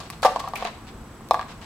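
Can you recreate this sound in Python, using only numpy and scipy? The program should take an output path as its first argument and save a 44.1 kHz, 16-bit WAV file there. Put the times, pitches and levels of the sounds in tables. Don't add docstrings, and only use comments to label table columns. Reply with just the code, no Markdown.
import sys
import numpy as np
from scipy import signal
from scipy.fft import rfft, irfft, next_fast_len
from scipy.io import wavfile

SR = 44100
rng = np.random.default_rng(int(sys.argv[2]) if len(sys.argv) > 2 else 0)


def file_out(sig):
    cols = np.atleast_2d(sig).T
    lim = np.clip(cols, -1, 1)
    pcm = np.round(lim * 32767).astype(np.int16)
    wavfile.write(sys.argv[1], SR, pcm)


N = 72765
T = np.arange(N) / SR
TOP_HZ = 15900

# (time [s], pop [dB], crack [dB], ring [dB], tilt of pop and ring [dB/octave], pitch [semitones])
POT_KNOCKS = [(0.1013, -29.5, -22, -28, 15, -0.39), (0.2299, -11.5, -13, -31, -7, 0.71),
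              (0.2342, -19.5, -15.5, -24, 28, 2.26), (0.2379, -20, -15, -10, 12, 1.76),
              (0.2486, -4, -10.5, -5, -7, 0.24), (0.252, -2, -10, -5, -9.5, 0.015),
              (.2562, -6.5, -11, 3, -1.5, -0.081), (0.2614, -7, -11, 2, 1.5, -0.078),
              (.268, -27, -17, -15, -2, -0.07), (0.3606, -10.5, -19, -32, 4.5, -1.2),
              (.402, -23.5, -23.5, -12, 13, -0.34), (.4405, -25, -32, -16, 17, -1.17),
              (.476, -20, -28.5, -16, 7, 1.06), (0.5356, -16, -24.5, -12.5, 5, -0.22),
              (.61, -43, -25, -37, -3, -1.1), (.619, -28, -31, -42, 2, -1.1),
              (.6245, -16, -22, -26, -6, -0.31), (0.6508, -20, -15, -19.5, -10, -0.93),
              (.6722, -35, -19.5, -28, -1, -2), (1.2075, -34.5, -48, -51, 3, -0.37),
              (1.3101, -1, -14.5, -5, 0.5, -0.36), (1.3433, -9.5, -18, -8, 8.5, -0.17),
              (1.3735, -27, -49, -19, 1, 0.36), (1.3935, -15.5, -21.5, -18, 9, -0.33),
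              (1.4122, -24, -22, -26, 18, -0.12), (1.4275, -30, -26, -34, 11, 1.1)]
# (frequency [Hz], level [dB])
CAVITY_COLOUR = [(60, -39.5), (200, -30.5), (410, -20), (510, -5), (620, -6), (740, 1), (950, -4.5),
                 (1170, 0), (1370, -23.5), (1700, -29.5), (2300, -46), (8000, -74)]
# (frequency [Hz], level [dB])
RASP_COLOUR = [(200, -10.5), (700, 3.5), (1700, 0), (3000, -1.5), (4300, -2.5), (5600, -7.5), (9000, -18),
               (15500, -34)]
# (frequency [Hz], level [dB])
TICK_COLOUR = [(400, -61), (2000, 0), (4000, 6), (8000, 2.5), (12500, 3.5), (15500, -6)]


def amp(db):
    return 10 ** (np.asarray(db) / 20)


def unit_rms(x):
    return x / np.sqrt(np.mean(x ** 2) + 1e-20)


def curve_at(points, hz):
    freqs, values = np.transpose(points)
    return np.interp(np.log(hz + 1), np.log(freqs + 1), values)


def tilted(colour, tilt_db, low_hz, high_hz):
    return [(hz, db + tilt_db * np.log2(np.clip(hz, low_hz, high_hz) / low_hz)) for hz, db in colour]


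def transposed(rows, semitones):
    return [(hz * 2 ** (semitones / 12), *rest) for hz, *rest in rows]


def filtered(x, response):
    size = next_fast_len(N + SR // 2)
    return irfft(rfft(x, size) * response(np.fft.rfftfreq(size, 1 / SR)), size)[..., :x.shape[-1]]


def impulse(colour, size=4096):
    cepstrum = irfft(np.log(amp(curve_at(colour, np.fft.rfftfreq(size, 1 / SR)))))
    cepstrum[1:size // 2] *= 2
    cepstrum[size // 2 + 1:] = 0
    pulse = irfft(np.exp(rfft(cepstrum)))
    return pulse / np.abs(pulse).max()


def coloured(pair, colour):
    return signal.fftconvolve(pair, impulse(colour)[None], axes=1)[:, :pair.shape[1]]


def spread(pair):
    # (frequency [Hz], correlation [0-1])
    likeness = [(100, 0.99), (700, 0.89), (1300, 0.65), (2500, 0.44), (5000, 0.017), (15000, 0.19)]
    angle = lambda hz: np.arccos(np.clip(curve_at(likeness, hz), -1, 1)) / 2
    mid, side = filtered(pair, lambda hz: np.array([np.cos(angle(hz)), np.sin(angle(hz))]))
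    return np.array([mid + side, mid - side])


def add(out, start, x):
    i = max(0, round(start * SR))
    out[:, i:i + x.shape[-1]] += x[..., :max(0, N - i)]


def stroke(start, length, attack_s=0.004, release_t60=0.053):
    attack = np.clip((T - start) / attack_s, 0, 1)
    return attack * amp(-60 * np.maximum(T - start - length, 0) / release_t60)


def bump(start, length):
    return np.exp(-(2 * (T - start) / length - 1) ** 4)


def wavering_tone(hz, width_hz):
    return unit_rms(filtered(rng.standard_normal(N), lambda f: 1 / (1 + ((f - hz) / width_hz) ** 2)))


def friction(colour, scatter_db, slips_per_s=4000):
    slips = (rng.random(N) < slips_per_s / SR) * amp(scatter_db * rng.standard_normal(N))
    return unit_rms(coloured(spread(slips * rng.standard_normal((2, N))), colour))


def snap(colour, t60, size=2048, side_db=-1):
    noise = spread(rng.standard_normal((2, size)) * amp([[0], [side_db]]))
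    burst = coloured(noise * amp(-60 * np.arange(size) / SR / t60), colour)
    return 3.62 * burst / np.linalg.norm(burst)


def ringing(modes, tilt_db=0, pivot_hz=870):
    t = T[:SR // 4]
    return sum(amp(db + tilt_db * np.log2(hz / pivot_hz) + rng.normal(0, 1.6) - 60 * t / t60)
               * np.sin(2 * np.pi * hz * t) for hz, db, t60 in modes)


def outdoor_bed():
    # (frequency [Hz], level [dB])
    air_colour = [(15, -46), (25, -2), (133, -1.5), (361, -8), (620, -14.5), (1120, -12.5), (2090, -23),
                  (4100, -29), (8050, -32), (15800, -40.5)]
    air = filtered(spread(rng.standard_normal((2, N))), lambda hz: amp(curve_at(air_colour, hz)))
    swell = amp(-47.5) * bump(start=0.837, length=0.31) * wavering_tone(hz=56, width_hz=22)
    hum = amp(-53.5) * wavering_tone(hz=217.3, width_hz=6.3)
    return amp(-43) * unit_rms(air) + swell + hum


def camera_whine(hz=7890, pulse_hz=30, first_peak_s=0.0148):
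    gate = np.clip(0.67 + 1.2 * np.cos(2 * np.pi * pulse_hz * (T - first_peak_s)), 0, 1)
    return amp(-62.5) * gate * unit_rms(np.sin(2 * np.pi * hz * T))


def rim_scrapes():
    # (time [s], length [s], rasp [dB], hollow rub [dB], rasp tilt [dB/octave])
    drags = [(0, 0.0055, -36.5, -38, 4), (0.008, 0.063, -47, -51.5, 2), (0.225, 0.017, -31.5, -60, 5.5),
             (0.25, 0.016, -31, -19.5, 4), (0.274, 0.054, -53, -46, 9), (0.357, 0.0047, -36.5, -38, 2.5),
             (0.392, 0.006, -33.5, -40, 4.5), (0.426, 0.065, -48, -41.5, -0.5),
             (0.555, 0.082, -39, -47, -2), (0.644, 0.038, -34, -39, -3.5)]
    rasp, rub_envelope = np.zeros((2, N)), np.zeros(N)
    for start, length, rasp_db, rub_db, tilt_db in drags:
        colour = tilted(RASP_COLOUR, tilt_db, low_hz=1510, high_hz=12000)
        envelope = stroke(start, length)
        rasp += amp(rasp_db) * envelope * friction(colour, scatter_db=2.5)
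        rub_envelope += amp(rub_db) * envelope
    return rasp, rub_envelope * friction(CAVITY_COLOUR, scatter_db=1)


def hollow_pops():
    # (frequency [Hz], level [dB], t60 [s])
    pot_modes = [(459.3, -37, 0.17), (524, -28, 0.13), (610, -29, 0.2), (743.6, -24, 0.14),
                 (862, -23.5, 0.15), (1005, -35, 0.068), (1110, -34, 0.069), (1160, -20, 0.082)]
    out = np.zeros((2, N))
    bloom = 1 - np.exp(-T[:SR // 4] / 0.011)
    for start, pop_db, _, ring_db, tilt_db, semitones in POT_KNOCKS:
        colour = tilted(CAVITY_COLOUR, tilt_db, low_hz=464, high_hz=1130)
        add(out, start, amp(pop_db) * impulse(transposed(colour, semitones)))
        add(out, start, amp(ring_db) * bloom * ringing(transposed(pot_modes, semitones), tilt_db))
    return out


def rim_cracks():
    # (frequency [Hz], level [dB])
    crack_colour = [(300, -35), (1100, -3.5), (1700, 4.5), (2400, 0), (3000, -1), (4000, 0), (5300, -5),
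                    (6600, -10.5), (9000, -14.5), (15500, -23.5)]
    dulling = 0.23
    hardest_db = max(db for _, _, db, *_ in POT_KNOCKS)
    out = np.zeros((2, N))
    for start, _, db, *_ in POT_KNOCKS:
        colour = tilted(crack_colour, dulling * (db - hardest_db), low_hz=3480, high_hz=TOP_HZ)
        add(out, start, amp(db) * snap(colour, t60=0.011))
    return out


def claw_ticks():
    # (time [s], level [dB])
    ticks = [(0.1014, -21), (0.107, -26.5), (0.222, -25.5), (0.229, -37), (0.252, -19), (0.4025, -33),
             (0.4867, -28.5), (0.646, -30), (1.2875, -32), (1.3092, -23), (1.335, -27), (1.3466, -29)]
    out = np.zeros((2, N))
    for start, db in ticks:
        add(out, start, amp(db) * snap(TICK_COLOUR, t60=0.0062))
    return out


def paw_scuffs():
    # (time [s], length [s], level [dB])
    scuffs = [(0.122, 0.016, -44), (0.866, 0.033, -47.5), (1.481, 0.047, -45), (1.612, 0.045, -45.5)]
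    envelope = sum(amp(db) * stroke(start, length) for start, length, db in scuffs)
    return envelope * friction(RASP_COLOUR, scatter_db=2)


def base_clacks():
    # (time [s], level [dB])
    landings = [(.2338, -11), (.2612, -9), (1.3101, -5)]
    # (frequency [Hz], level [dB], t60 [s])
    base_modes = [(2460, -19.5, 0.022), (3700, -19, 0.013), (4057, -13, 0.014), (5190, -17.5, 0.0087)]
    out = np.zeros((2, N))
    for start, db in landings:
        add(out, start, amp(db) * ringing(base_modes))
    return out


def side_tocks(hz=1687, t60=0.027):
    # (time [s], level [dB])
    bounces = [(0.2343, -21.5), (1.3431, -23.5), (1.3945, -29)]
    out, t = np.zeros((2, N)), T[:SR // 4]
    for start, db in bounces:
        add(out, start, amp(db - 60 * t / t60) * np.sin(2 * np.pi * hz * t))
    return out


def grit_scratches():
    # (time [s], length [s], level [dB])
    scratches = [(0.554, 0.0082, -36.5), (0.569, 0.0098, -37.5)]
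    envelope = sum(amp(db) * bump(start, length) for start, length, db in scratches)
    return envelope * friction(TICK_COLOUR, scatter_db=4.5)


def rim_squeak():
    # (frequency [Hz], level [dB])
    squeak_colour = [(1300, -43), (2000, -1.5), (2350, 9), (2900, 3.5), (3300, -24.5)]
    return amp(-28.5) * bump(start=0.5555, length=0.011) * friction(squeak_colour, scatter_db=1.5)


def cavity_hoots():
    # (time [s], length [s], level [dB])
    hoots = [(0.647, 0.0069, -27), (0.674, 0.013, -36)]
    envelope = sum(amp(db) * stroke(start, length) for start, length, db in hoots)
    return envelope * wavering_tone(hz=720, width_hz=54)


def with_walls(x, dull_hz=7800):
    # (delay [s], level [dB], right ear's lag [s])
    reflections = [(.00435, -9.5, 0.00012), (.00545, -14.5, 0.00011), (.00925, -11.5, .00006),
                   (0.0104, -17, .00004), (.0243, -19.5, 0.000045)]
    ears = np.array([[-0.5], [0.5]])
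    echoes = lambda hz: sum(amp(db) * np.exp(-2j * np.pi * hz * (delay + ears * lag))
                            for delay, db, lag in reflections)
    return filtered(x, lambda hz: 1 + echoes(hz) / (1 + (hz / dull_hz) ** 2))


def yard_reverb(x, build_s, change_s=0.15):
    # (frequency [Hz], t60 [s])
    decay_times = [(200, 0.4), (900, 0.46), (3500, 0.46), (8000, 0.37), (15000, 0.24)]
    out, block = np.zeros((2, N)), round(change_s * SR)
    for i in range(0, N, block):
        hz, t, noise = signal.stft(spread(rng.standard_normal((2, SR // 2))), SR, nperseg=256)
        decay = amp(-60 * t / curve_at(decay_times, hz)[:, None])
        build = 1 - np.exp(-t / build_s)
        _, tail = signal.istft(noise * decay * build, SR, nperseg=256)
        tail /= np.linalg.norm(tail[0])
        add(out, i / SR, signal.fftconvolve(x[:, i:i + block], tail, axes=1))
    return out


def scene():
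    rasp, rub = rim_scrapes()
    body = rub + hollow_pops() + base_clacks() + side_tocks() + cavity_hoots()
    crisp = rasp + rim_cracks() + claw_ticks() + paw_scuffs() + grit_scratches() + rim_squeak()
    reverb = amp(-14) * yard_reverb(body, build_s=0.0097) + amp(-9) * yard_reverb(crisp, build_s=0.011)
    balance = amp([[0.24], [-0.24]])
    return (with_walls(body + crisp) + reverb + outdoor_bed() + camera_whine()) * balance


def record(dry):
    ceiling = 0.97
    rounded = dry / (1 + np.abs(dry / ceiling) ** 12) ** (1 / 12)
    return filtered(rounded, lambda hz: hz < TOP_HZ)


dry = scene()
out = record(dry)
file_out(out)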